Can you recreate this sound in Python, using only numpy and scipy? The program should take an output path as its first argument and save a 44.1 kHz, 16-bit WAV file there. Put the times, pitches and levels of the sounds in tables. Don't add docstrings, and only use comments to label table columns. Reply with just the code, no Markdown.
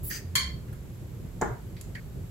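import sys
import numpy as np
from scipy import signal
from scipy.fft import rfft, irfft
from scipy.io import wavfile
from scipy.ndimage import uniform_filter1d

SR = 44100
rng = np.random.default_rng(int(sys.argv[2]) if len(sys.argv) > 2 else 0)


def wrap_up_sound(samples):
    columns = np.atleast_2d(samples).T
    tamed = np.clip(columns, -1, 1)
    steps = np.round(tamed * 32767).astype(np.int16)
    wavfile.write(sys.argv[1], SR, steps)


N = 101826

DIRECT_SAME = 0.31


def amp(db):
    return 10 ** (np.asarray(db) / 20)


def evened(x):
    return x / np.sqrt(np.mean(x ** 2) + 1e-20)


def read(points, hz):
    f, value = np.transpose(points)
    return np.interp(np.log(hz + 1), np.log(f + 1), value)


def since(start):
    return np.maximum(np.arange(N) / SR - start, 0)


def bins():
    return np.fft.rfftfreq(N, 1 / SR)


def coloured(x, db):
    return irfft(rfft(x) * amp(db), N)


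def resonances(peaks):
    return sum(db / (1 + (2 * (bins() - hz) / width) ** 2) for hz, width, db in peaks)


def noise(colour_db, same):
    a, b = rfft(rng.standard_normal((2, N)))
    c = np.clip(same, -1, 1)
    right = c * a + np.sqrt(1 - c ** 2) * b
    return evened(irfft(np.array([a, right]) * amp(colour_db), N))


def burst(start, decay, rise=0.00059):
    t = since(start)
    return (1 - np.exp(-t / rise)) * np.exp(-t / decay)


def flow(start, attack, hold, release, db):
    rise = np.sqrt(np.minimum(since(start) / attack, 1))
    return amp(db) * rise * np.exp(-since(start + attack + hold) / release)


def in_room(x, wet_db):
    # frequency in Hz, t60 in seconds.
    room_t60 = [(200, 0.48), (1000, 0.43), (2000, 0.46), (4500, 0.41), (8000, 0.29), (14000, 0.18)]
    gap_s, end_s = 0.00303, 0.23
    taps = rng.standard_normal((2, 28000))
    hz, t, z = signal.stft(taps, SR, nperseg=256)
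    fade = amp(-60 * t / read(room_t60, hz)[:, None])
    tail = signal.istft(z * fade, SR, nperseg=256)[1]
    age = np.arange(tail.shape[1]) / SR
    tail = tail * (age > gap_s) * np.exp(-(age / end_s) ** 3)
    tail = tail / np.linalg.norm(tail, axis=1, keepdims=True)
    return x + amp(wet_db) * signal.fftconvolve(x, tail, axes=1)[:, :N]


def spray():
    # attack, hold and release in seconds.
    mist_shape = (.018, .058, .02)
    jet_shape = (.012, .058, .021)
    # frequency in Hz, relative level in dB.
    mist_colour = [(1500, -37), (4000, -19.5), (6500, -21), (7800, -9.5), (9500, -25), (10800, 3),
                   (12000, 5), (13200, -18), (14500, 6), (15500, 0)]
    jet_colour = [(600, -39), (1100, -15), (1400, -2.5), (2300, 0), (3900, -10.5), (4800, -1), (8000, -3.5),
                  (11000, -12), (15500, -4)]
    # frequency in Hz, width in Hz, lift in dB.
    nozzle = [(1836, 94, 10.5), (4760, 280, 11.5), (6170, 200, 13)]
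    mist_start_s, mist_db = .031, -35
    jet_start_s, jet_db = .099, -36.5
    sputter_db, room_db = 0.5, -12
    hz = bins()
    flutter = evened(uniform_filter1d(rng.standard_normal(N), size=60))
    sputter = evened(amp(sputter_db * flutter))
    mist = flow(mist_start_s, *mist_shape, mist_db) * noise(read(mist_colour, hz), DIRECT_SAME)
    jet_tone = read(jet_colour, hz) + resonances(nozzle)
    jet = flow(jet_start_s, *jet_shape, jet_db) * noise(jet_tone, DIRECT_SAME)
    return in_room((mist + jet) * sputter, room_db)


def bottle():
    # start in seconds, relative level in dB.
    clinks = [(0.3535, 0.5), (0.355, -3.5), (0.3601, 0.5)]
    # frequency in Hz, relative level in dB, t60 in seconds.
    glass = [(1060, -9, 0.61), (1630, -21, 0.16), (1778, -9, 0.14), (2068, -3.5, 0.17), (2154, -7.5, .32),
             (2347, -11.5, 0.3), (3142, -1, 0.43), (3200, -7, 0.39), (3270, -6.5, 0.22), (4110, -4, 0.38),
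             (4340, -4, 0.15), (4390, -3.5, 0.48), (4442, -1.5, 0.4), (5260, -16, 0.21), (6375, -11.5, .2),
             (6810, -12, .22), (7360, -10, 0.2)]
    # frequency in Hz, relative level in dB.
    crack_colour = [(500, -40), (850, -33), (1100, 0.5), (2200, 0.5), (2700, -28), (3600, -2.5), (7000, -4),
                    (11000, -1), (15500, -10.5)]
    # frequency in Hz, coherence.
    clink_same = [(1000, 0.5), (2000, 0.3), (3200, 0.042), (4300, -0.79), (6000, -0.063), (14000, .2)]
    # frequency in Hz, gain in dB.
    clink_direct = [(1000, -0.5), (2100, -0.5), (3200, 1), (4300, -5), (5500, 1.5), (14000, -0.5)]
    ring_db, strike_db, crack_db, room_db = -34, -18, -19.5, -1.5
    strike_s, crack_s = 0.027, 0.0041
    hz = bins()
    first = clinks[0][0]
    t = since(first)

    ring = np.zeros((2, N))
    for pitch, db, t60 in glass:
        phase = rng.uniform(0, 2 * np.pi, (2, 1))
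        envelope = amp(ring_db + db) * burst(first, t60 / np.log(1000), rise=0.0059)
        ring += envelope * np.sin(2 * np.pi * pitch * t + phase)

    width = np.log(1000) / np.pi / strike_s
    body = sum(amp(db) ** 2 / (1 + (2 * (hz - pitch) / width) ** 2) ** 2 for pitch, db, _ in glass)
    strike = np.sqrt(sum((amp(db) * burst(s, strike_s / 3)) ** 2 for s, db in clinks))
    crack = np.sqrt(sum((amp(db) * burst(s, crack_s)) ** 2 for s, db in clinks))
    same = read(clink_same, hz)
    hit = amp(strike_db) * strike * noise(10 * np.log10(body), same)
    hit = hit + amp(crack_db) * crack * noise(read(crack_colour, hz), same)
    reflections = in_room(hit, room_db) - hit
    return ring + coloured(hit, read(clink_direct, hz)) + reflections


def pat():
    # start in seconds, level in dB.
    pats = [(1.4122, -27), (1.4192, -23), (1.4257, -28)]
    # frequency in Hz, relative level in dB.
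    pat_colour = [(90, -8), (220, -4.5), (480, -5.5), (800, -6.5), (1200, -6), (1900, -16), (2700, -33),
                  (5000, -43), (9000, -51)]
    # frequency in Hz, width in Hz, lift in dB.
    pat_peaks = [(428, 66, 6), (596, 41, 10.5), (702, 36, 8.5), (905, 110, 4.5), (1270, 120, 2),
                 (1580, 150, 4.5)]
    decay_s, room_db = 0.0073, -3.5
    touch = sum(amp(db) * burst(s, decay_s, rise=0.001) for s, db in pats)
    thud = touch * noise(read(pat_colour, bins()), 0.68)
    rings = 0
    for hz, width, db in pat_peaks:
        b, a = signal.iirpeak(hz, hz / width, SR)
        rings = rings + (amp(db) - 1) * signal.lfilter(b, a, thud)
    return in_room(thud + rings, room_db)


def ticks():
    # start in seconds, level in dB, main pitch
    # in Hz, width in octaves, broadband share in dB, decay in seconds, length in seconds, room in dB.
    clicks = [(0.107, -33, 1810, .12, -25, 0.022, 0.02, -12),
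              (0.683, -53.5, 1660, 0.37, -5, 0.0084, .03, -1.5), (.727, -52, 1540, 0.28, -8, .014, .03, -5),
              (.728, -49, 11000, 0.31, -16, 0.0064, .03, -4),
              (1.413, -31, 6860, 0.16, -12, 0.0051, .03, -5),
              (1.7657, -48.5, 2150, 0.17, -23, 0.0096, .03, -4),
              (1.766, -50, 4160, .3, -12, 0.0072, 0.025, -0.5),
              (1.811, -36, 7370, 0.12, -11, 0.0039, .03, -4),
              (1.8114, -40.5, 11100, 0.092, -16, .003, .03, -6),
              (1.9513, -38.5, 1910, 0.22, -23, 0.031, 0.047, -39),
              (1.952, -43.5, 3100, .05, -11, 0.0069, .04, -14),
              (1.949, -47.5, 4550, 0.087, -16, 0.01, .04, -9)]
    hz = bins() + 1
    out = np.zeros((2, N))
    for s, db, pitch, width, broad_db, decay, length, room_db in clicks:
        resonance = np.exp(-.5 * (np.log2(hz / pitch) / width) ** 2)
        snap = amp(broad_db) / (1 + (900 / hz) ** 4) / (1 + (hz / pitch / 2) ** 2)
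        colour_db = 20 * np.log10(resonance + snap + 1e-6)
        envelope = amp(db) * burst(s, decay) * np.exp(-since(s + length) / .002)
        out += in_room(envelope * noise(colour_db, DIRECT_SAME), room_db)
    return out


def background():
    # frequency in Hz, relative level in dB.
    floor_colour = [(15, -43), (25, -22.5), (40, -2.5), (60, -3.5), (120, -3.5), (165, -5.5), (217, -13.5),
                    (280, -18), (380, -18), (590, -27), (760, -32), (1440, -37), (3000, -41.5),
                    (5700, -45.5), (7700, -41), (9500, -51.5), (11500, -40), (15500, -49)]
    # frequency in Hz, coherence.
    floor_same = [(50, 0.77), (150, 0.95), (350, 0.59), (800, 0.36), (2000, 0.058), (15000, 0.091)]
    # centre in seconds, length in seconds, frequency in Hz, level in dB.
    swells = [(0.051, 0.083, 77, -39), (0.307, 0.17, 88, -33), (0.483, 0.15, 69, -33),
              (1.051, 0.061, 95, -36), (1.525, 0.081, 122, -32), (2.045, 0.069, 150, -41),
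              (2.226, 0.051, 88, -32.5)]
    floor_db = -39.5
    hum_hz, hum_db = 120.1, -48.5
    wander_db, wander_s, wander_below_hz = 2., 0.082, 640
    t, hz = since(0), bins()
    low = amp(hum_db) * np.sin(2 * np.pi * (hum_hz * t + rng.random()))
    for centre, length, pitch, db in swells:
        swell = amp(db) * np.cos(np.pi * np.clip((t - centre) / length, -.5, .5))
        low = low + swell * np.sin(2 * np.pi * (pitch * t + rng.random()))
    bed = amp(floor_db) * noise(read(floor_colour, hz), read(floor_same, hz))
    rumble = coloured(bed, -20 * np.log10(1 + (hz / wander_below_hz) ** 4))
    slow = rfft(rng.standard_normal(N)) / (1 + (hz * wander_s) ** 6)
    wander = evened(irfft(slow, N))
    return low + bed + rumble * (evened(amp(wander_db * wander)) - 1)


def scene():
    # frequency in Hz, left minus right in dB.
    balance = [(60, -2.8), (250, 0.5), (600, -0.1), (1500, -2), (3200, -1.5), (4300, -0.7), (7000, -0.5),
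               (11000, -0.5)]
    lean = read(balance, bins()) / 2
    mix = spray() + bottle() + pat() + ticks() + background()
    return coloured(mix, np.array([lean, -lean]))


def record(dry):
    edge_hz = 15850
    lowpass = signal.firwin(511, edge_hz, window=("kaiser", 9), fs=SR)
    return signal.oaconvolve(dry, lowpass[None], "same")


dry = scene()
out = record(dry)
wrap_up_sound(out)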